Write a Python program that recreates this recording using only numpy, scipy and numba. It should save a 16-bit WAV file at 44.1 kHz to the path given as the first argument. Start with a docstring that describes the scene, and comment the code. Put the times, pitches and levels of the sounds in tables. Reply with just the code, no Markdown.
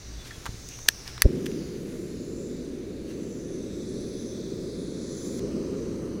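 """A small spirit stove is lit on the ground at the edge of a lawn, heard from close by. Over open air, a far
rumble and a faint wandering hiss come two thin notes, rustles and small knocks. A lighter snaps twice, its
hammer ringing the case; the vapour catches with a soft whump and burns on with a low turbulent rush, while high
insects shimmer in the hedge. Near the end the sound steps with a tick: the hiss falls back and a soft midrange
wash comes up."""
import sys
import numpy as np
from scipy import signal
from scipy.fft import rfft, irfft
from scipy.io import wavfile
from scipy.ndimage import uniform_filter1d
from numba import njit

SR = 44100
rng = np.random.default_rng(int(sys.argv[2]) if len(sys.argv) > 2 else 0)


def generate_wav(sig):
    """Save sig (samples, or channels by samples) to the path in sys.argv[1] as 16-bit PCM at SR."""
    pcm = np.round(np.clip(np.atleast_2d(sig).T, -1, 1) * 32767).astype(np.int16)
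    wavfile.write(sys.argv[1], SR, pcm)


N = 273420
TIME = np.arange(N) / SR
LIT_S, STEP_S = 1.2575, 5.396

# spectrum of burning vapour: frequency_hz, density_db
FLAME_COLOUR = [(30, -53), (80, -8.5), (125, -6.5), (200, 0), (300, -.5), (390, 1.5), (450, -4), (540, -10),
                (630, -20), (720, -29.5), (850, -45), (1800, -74)]


def from_db(db):
    """Decibels to gain."""
    return 10 ** (np.asarray(db) / 20)


def unit_rms(x):
    """Scale to unit rms."""
    return x / np.sqrt(np.mean(x ** 2) + 1e-20)


def unit_hit(x):
    """Scale a hit so that its loudest 2 ms have unit rms."""
    return x / np.sqrt(uniform_filter1d(x * x, size=88).max())


def automation(rows):
    """Join breakpoints (time first) into one curve per remaining column."""
    times, *columns = np.transpose(rows)
    return [np.interp(TIME, times, column) for column in columns]


def late_switch(early, late):
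    """Step from one setting to another where the sound steps near the end."""
    return np.where(TIME < STEP_S, early, late)


def dying(start_s, decay_s):
    """Envelope that jumps to 1 and dies away."""
    return (TIME >= start_s) * np.exp(-np.clip((TIME - start_s) / decay_s, 0, 60))


def swell(peak_s, half_length_s):
    """Bell-shaped envelope."""
    return np.exp(-.5 * ((TIME - peak_s) / half_length_s) ** 2)


def noise(colour):
    """Unit noise with the given spectrum, rolled off below its first point."""
    hz, db = np.transpose(colour)
    grid = np.maximum(np.fft.rfftfreq(N, 1 / SR), 1)
    gain = from_db(np.interp(np.log(grid), np.log(hz), db))
    low_cut = np.minimum(grid / hz[0], 1) ** 2 * (grid > 1)
    return unit_rms(irfft(rfft(rng.standard_normal(N)) * gain * low_cut, N))


def drift(rate_hz):
    """Smooth random wander of spread 1, up to about rate_hz."""
    grid = np.fft.rfftfreq(N, 1 / SR)
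    return unit_rms(irfft(rfft(rng.standard_normal(N)) / (1 + (grid / rate_hz) ** 2), N))


def narrow_noise(hz, width_hz):
    """Unit noise in a steep-sided band round a centre that may move."""
    offset_hz = np.fft.fftfreq(N, 1 / SR)
    white = rng.standard_normal(N) + 1j * rng.standard_normal(N)
    wobble = np.fft.ifft(np.fft.fft(white) / (1 + np.abs(offset_hz / width_hz) ** 3))
    carrier = np.exp(2j * np.pi * np.cumsum(hz * np.ones(N)) / SR)
    return unit_rms(np.real(wobble * carrier))


def resonate(x, hz, width_hz):
    """One resonance with gain 1 at its peak."""
    r = np.exp(-np.pi * width_hz / SR)
    feedback = [1, -(1 + r * r) * np.cos(2 * np.pi * hz / SR), r * r]
    return signal.lfilter(np.array([1, 0, -1]) * (1 - r * r) / 2, feedback, x + 1e-18)


@njit
def swept_resonance(x, hz, width_hz):
    """The same resonance with a centre that moves sample by sample."""
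    r = np.exp(-np.pi * width_hz / SR)
    coupling = (1 + r * r) * np.cos(2 * np.pi * hz / SR)
    y = np.zeros(len(x))
    for i in range(2, len(x)):
        y[i] = (1 - r * r) / 2 * (x[i] - x[i - 2]) + coupling[i] * y[i - 1] - r * r * y[i - 2]
    return y


def outdoors(air_trim_db=4.5, late_air_db=-55, wash_rise_db_per_s=3):
    """Leaves and open air over a far rumble; a soft wash creeps in and steps up near the end."""
    # rise and fall of the open air: time_s, level_db
    air_levels = [(0.05, -58.5), (0.37, -55), (0.74, -60), (1.13, -53.5), (2.23, -61), (4.98, -59.5),
                  (5.18, -58.5), (5.3, -57.5)]
    # spectrum of the air: frequency_hz, density_db
    air_colour = [(200, 0), (600, 2), (850, -0.5), (1200, 0.5), (1700, 2), (2500, 0.5), (3100, 0),
                  (5000, -5.5), (8000, -9.5), (11000, -15.5), (16000, -17.5)]
    # spectrum of the rumble: frequency_hz, density_db
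    rumble_colour = [(20, 1.5), (40, -7.5), (50, 1), (58, 6.5), (72, -2.5), (95, -7), (118, 0), (145, -7),
                     (220, -13), (400, -13.5), (800, -29), (3000, -84)]
    air_db, = automation(air_levels)
    air_db = late_switch(air_db + air_trim_db, late_air_db)
    rumble_db = late_switch(np.where(TIME < LIT_S, -44, -47.5), -44)   # ducks while the stove first burns
    wash_db = late_switch(-81 + wash_rise_db_per_s * TIME, -57.5)
    air = from_db(air_db) * noise(air_colour)
    rumble = from_db(rumble_db) * noise(rumble_colour)
    wash = from_db(wash_db) * narrow_noise(hz=1100, width_hz=280)
    return air + rumble + wash


def hiss(trim_db=3.5, late_db=-53, ease_db_per_s=4, sizzle_trim_db=-1, late_sizzle_db=-72):
    """A faint broad hiss topped by thin sizzle; near the end the sizzle drops and the hiss eases."""
    # rise and fall of the hiss: time_s, level_db
    hiss_levels = [(0.05, -57), (0.92, -58.5), (1.72, -64), (2.13, -60.5), (2.52, -61), (3.39, -62.5),
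                   (3.86, -55.5), (5.2, -55.5), (5.36, -56.5)]
    # spectrum of the hiss: frequency_hz, density_db
    hiss_colour = [(2600, -25), (3100, -15.5), (3430, 2), (4100, 2), (5200, 0), (6100, -2), (6700, -1),
                   (7500, -6), (8400, -8), (9100, -8.5), (12000, -42)]
    # rise and fall of the sizzle: time_s, level_db
    sizzle_levels = [(.1, -66), (.6, -57), (1.1, -56.5), (1.28, -68), (1.47, -57), (2.05, -58), (2.9, -71),
                     (3.4, -64), (5.02, -72), (5.25, -52.5)]
    # spectrum of the sizzle: frequency_hz, density_db
    sizzle_colour = [(5000, -12), (6600, 8), (7300, 3.5), (8300, -11), (9200, 1), (11500, -2.5),
                     (12800, -12), (14500, -1), (16000, -12)]
    hiss_db, = automation(hiss_levels)
    sizzle_db, = automation(sizzle_levels)
    hiss_db = late_switch(hiss_db + trim_db, late_db - ease_db_per_s * (TIME - STEP_S))
    sizzle_db = late_switch(sizzle_db + sizzle_trim_db, late_sizzle_db)
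    return from_db(hiss_db) * noise(hiss_colour) + from_db(sizzle_db) * noise(sizzle_colour)


def wandering_hiss(trim_db=-0.3, fade_db_per_s=60):
    """A narrow band of hiss wanders and fades after the lighting; a higher one then comes in surges."""
    # path of the wandering band: time_s, centre_hz, level_db
    path = [(.05, 6260, -55.5), (.26, 5590, -53), (.6, 5880, -52.5), (.86, 6410, -49), (.95, 5530, -45.5),
            (1.2, 5420, -50), (1.3, 5550, -60), (1.47, 5640, -56), (1.75, 4470, -58)]
    # surges of the higher band: peak_s, level_db, half_length_s
    surges = [(2.38, -57, 0.12), (3.304, -60.5, 0.11), (4.25, -68, 0.048), (5.28, -53.5, 0.22)]
    centre_hz, level_db = automation(path)
    fade_db = fade_db_per_s * np.maximum(TIME - path[-1][0], 0)
    wandering = from_db(level_db + trim_db - fade_db) * narrow_noise(centre_hz, width_hz=720)
    surging = sum(from_db(db) * swell(peak_s, half_s) for peak_s, db, half_s in surges)
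    return wandering + late_switch(surging, 0) * narrow_noise(hz=7010, width_hz=550)


def hollowed(x, late_depth=0.75, late_upper_depth=0.2, late_lowest_hz=3540):
    """Narrow notches come and go, as when a near reflection cancels parts of the sound."""
    # course of the hollowness: time_s, depth (0-1), lowest_notch_hz
    hollowness = [(1.8, 0.23, 3280), (2.2, 0.57, 3300), (3.1, .2, 3200), (3.9, 0.65, 2990),
                  (5.39, 0.77, 2830)]
    # the higher notches: centre_hz, width_hz
    upper_notches = [(6620, 150), (9050, 585), (11400, 450)]
    depth, lowest_hz = automation(hollowness)
    lowest_hz = late_switch(lowest_hz, late_lowest_hz)
    x = x - late_switch(depth, late_depth) * swept_resonance(x, lowest_hz, width_hz=750)
    for hz, width_hz in upper_notches:
        x = x - late_switch(depth, late_upper_depth) * resonate(x, hz, width_hz)
    return x


def swishing(x):
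    """The treble swishes: patches some 500 Hz wide swell and fade within a quarter second."""
    hz, _, frames = signal.stft(x, SR, nperseg=512)
    patches = rng.standard_normal(frames.shape)
    for _ in range(2):
        patches = uniform_filter1d(patches, size=6, axis=0)   # across frequency
        patches = uniform_filter1d(patches, size=30, axis=1)   # across time
    depth_db = np.interp(hz, [1000, 3500, 7000], [0, 1.3, 2.1])
    gain = from_db(depth_db[:, None] * unit_rms(patches))
    return signal.istft(frames * gain, SR)[1][:N]


def whistle(half_length_s=0.024, fall_hz_per_s=1000):
    """A thin far whistle of two notes, each falling slightly."""
    # whistled notes: peak_s, pitch_hz, level_db
    notes = [(.212, 3480, -50.5), (.337, 3350, -52)]
    out = np.zeros(N)
    for peak_s, pitch_hz, db in notes:
        glide_hz = pitch_hz - fall_hz_per_s * (TIME - peak_s)
        out += from_db(db) * swell(peak_s, half_length_s) * np.sin(2 * np.pi * np.cumsum(glide_hz) / SR)
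    return out


def rustles():
    """Sleeve and grass rub in short soft swells of friction noise."""
    # brushes of cloth and grass: peak_s, level_db, half_length_s, centre_hz, width_hz
    brushes = [(0.271, -47, 0.016, 2960, 3500), (0.73, -50.5, 0.029, 2650, 1200),
               (1.083, -45.5, 0.015, 1790, 2500), (1.93, -58, 0.038, 1460, 1500),
               (3.104, -53, 0.021, 2580, 3490)]
    out = np.zeros(N)
    for peak_s, db, half_length_s, hz, width_hz in brushes:
        friction = unit_rms(resonate(rng.standard_normal(N), hz, width_hz))
        out += from_db(db) * swell(peak_s, half_length_s) * friction
    return out


def knocks(bump_hz=105, bump_decay_s=0.0022):
    """Gritty ticks and soft bumps, mostly of handling; the last tick falls where the sound steps."""
    # small knocks and ticks: start_s, level_db, centre_hz, width_hz, decay_s
    ticks = [(.308, -38, 1740, 200, 0.0085), (0.4563, -32, 2200, 3200, 0.0012),
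             (0.4617, -30, 1230, 650, 0.0064), (0.688, -37.5, 6900, 4000, 0.0024),
             (.789, -42.5, 1800, 2500, 0.0034), (.861, -44.5, 800, 600, 0.0033),
             (0.8838, -26, 4480, 3500, 0.001), (0.887, -29, 418, 500, 0.0034),
             (1.0772, -32.5, 4800, 900, 0.0022), (1.1794, -34.5, 1620, 904, 0.0012),
             (1.459, -36, 3440, 4000, 0.002), (1.464, -31.5, 2720, 3460, 0.0027),
             (1.5168, -42, 2740, 2000, 0.0012), (5.393, -41.5, 1800, 5000, 0.0013)]
    # dull bumps of the arm: start_s, level_db
    bumps = [(0.3804, -24), (0.4913, -17), (.5430, -22.5)]
    out = np.zeros(N)
    for start_s, db, hz, width_hz, decay_s in ticks:
        grit = rng.standard_normal(N) * dying(start_s, decay_s)
        out += from_db(db) * unit_hit(resonate(grit, hz, width_hz))
    for start_s, db in bumps:
        out += from_db(db) * dying(start_s, bump_decay_s) * np.sin(2 * np.pi * bump_hz * (TIME - start_s))
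    return out


def lighter(rattle_gain=0.091, tail_db=-27, tail_decay_s=0.01, low_cut_hz=1000):
    """The sprung hammer hits, rattles for a moment and rings the plastic case."""
    # hammer blows: start_s, level_db, rattle_decay_s
    snaps = [(0.8862, -6, 0.0013), (1.2198, -7, 0.0016)]
    # case modes, one set per snap as the grip differs: pitch_hz, width_hz, level_db
    case_modes = [
        [(1710, 200, 3), (2250, 300, -10), (3200, 450, -4), (4310, 240, -2), (5300, 390, -4), (6170, 220, -1),
         (6600, 80, -17), (7820, 160, -4), (8700, 450, -6), (11200, 350, -8), (12700, 420, -14),
         (14400, 500, -14)],
        [(1120, 150, -12), (1800, 380, 0), (2480, 170, -5), (2900, 300, -10), (3460, 200, -7), (4500, 620, -4),
         (6200, 150, -4), (7500, 540, -13), (8890, 400, -13), (10850, 260, 0), (12200, 500, -13),
         (15300, 500, -10)],
    ]
    low_cut = signal.butter(2, low_cut_hz, "high", fs=SR, output="sos")   # a small body has little bass
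    out = np.zeros(N)
    for (start_s, db, decay_s), modes in zip(snaps, case_modes):
        rattle = dying(start_s, decay_s) + from_db(tail_db) * dying(start_s, tail_decay_s)
        force = rattle_gain * rng.standard_normal(N) * rattle
        force[round(start_s * SR)] += 1
        # the blow reaches each part of the case within a millisecond
        lags = (rng.random(len(modes)) * SR / 1000).astype(int)
        case = np.zeros(N)
        for (hz, width_hz, mode_db), lag in zip(modes, lags):
            ring = unit_rms(resonate(force, hz, width_hz))
            case += from_db(mode_db) * np.sqrt(width_hz) * np.roll(ring, lag)
        out += from_db(db) * unit_hit(signal.sosfilt(low_cut, case))
    return out


def insects(start_s=1.05, rise_s=0.6, lower_trim_db=1, upper_trim_db=-1.5, waver_db=1.5):
    """Many far stridulations merge into two high shimmering bands, each wavering on its own."""
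    # two kinds of insects in the hedge: time_s, lower_band_db, upper_band_db
    chorus = [(1.7, -66, -68.5), (2.1, -68, -63.5), (2.5, -62, -69), (3.0, -67, -73), (3.55, -57.5, -65.5),
              (3.72, -61, -74), (3.97, -56.5, -58), (4.28, -56.5, -60.5), (4.43, -58, -71),
              (4.78, -66, -58.5), (5.15, -51.5, -58), (5.39, -55, -57)]
    lower_db, upper_db = automation(chorus)
    lower = narrow_noise(hz=6050, width_hz=290)
    upper = narrow_noise(hz=10050, width_hz=360)
    lower *= from_db(late_switch(lower_db + lower_trim_db, -60) + waver_db * drift(rate_hz=4))
    upper *= from_db(late_switch(upper_db + upper_trim_db, -73) + waver_db * drift(rate_hz=4))
    fade_in = np.clip((TIME - start_s) / rise_s, 0, 1)
    shimmer = from_db(drift(rate_hz=25))
    return fade_in * shimmer * (lower + upper)


def ignition(whump_db=-0.37, flare_db=-15, suction_s=0.0028, push_s=0.0075):
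    """The fireball pushes air out, sucks it back and rebounds, with a turbulent flare at its height."""
    suction = swell(LIT_S, suction_s)
    push = swell(LIT_S + suction_s / 2, push_s) * suction_s / push_s   # moves as much air as the suction
    flare = noise(FLAME_COLOUR) * swell(LIT_S, half_length_s=0.0056)
    return from_db(whump_db) * (push - suction) + from_db(flare_db) * flare


def flame(trim_db=0.27, flutter_db=0.3, cold_pitch_ratio=0.93, warm_up_s=1.0, roar_db=-35):
    """Turbulent burning: a low, fluttering rush that starts with the whump, deeper while still cold."""
    # strength of the flame: time_s, level_db
    strength = [(1.28, -30), (1.6, -33.5), (1.7, -35.5), (2.5, -35), (2.82, -37), (3.3, -35.5), (3.9, -35),
                (5.25, -35), (5.45, -30.5), (6.2, -33)]
    rush_db, = automation(strength)
    coldness = dying(LIT_S, warm_up_s)
    cold_rush = noise([(hz * cold_pitch_ratio, db) for hz, db in FLAME_COLOUR])
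    rush = np.sqrt(coldness) * cold_rush + np.sqrt(1 - coldness) * noise(FLAME_COLOUR)
    # the first tall flame adds a deeper roar that soon dies down
    roar = from_db(roar_db) * dying(LIT_S, decay_s=0.26) * narrow_noise(hz=169.4, width_hz=44)
    rush *= from_db(rush_db + trim_db - flutter_db * drift(rate_hz=12))
    lit = np.clip((TIME - LIT_S) / .01, 0, 1)
    return lit * (rush + roar)


def scene():
    """Small close sounds and the stove, dry, over the outdoor bed; mono."""
    close_sounds = lighter() + knocks() + rustles()
    bed = swishing(hollowed(hiss() + wandering_hiss() + outdoors()))
    background = bed + insects() + whistle()
    return (close_sounds + ignition() + flame() + background)[None]


def record(dry, cutoff_hz=15900):
    """The snaps clip at full scale; a steep low-pass cuts the very top."""
    clipped = np.clip(dry, -1, 1)
    return signal.sosfilt(signal.ellip(12, .1, 100, cutoff_hz, fs=SR, output="sos"), clipped)


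dry = scene()
out = record(dry)
generate_wav(out)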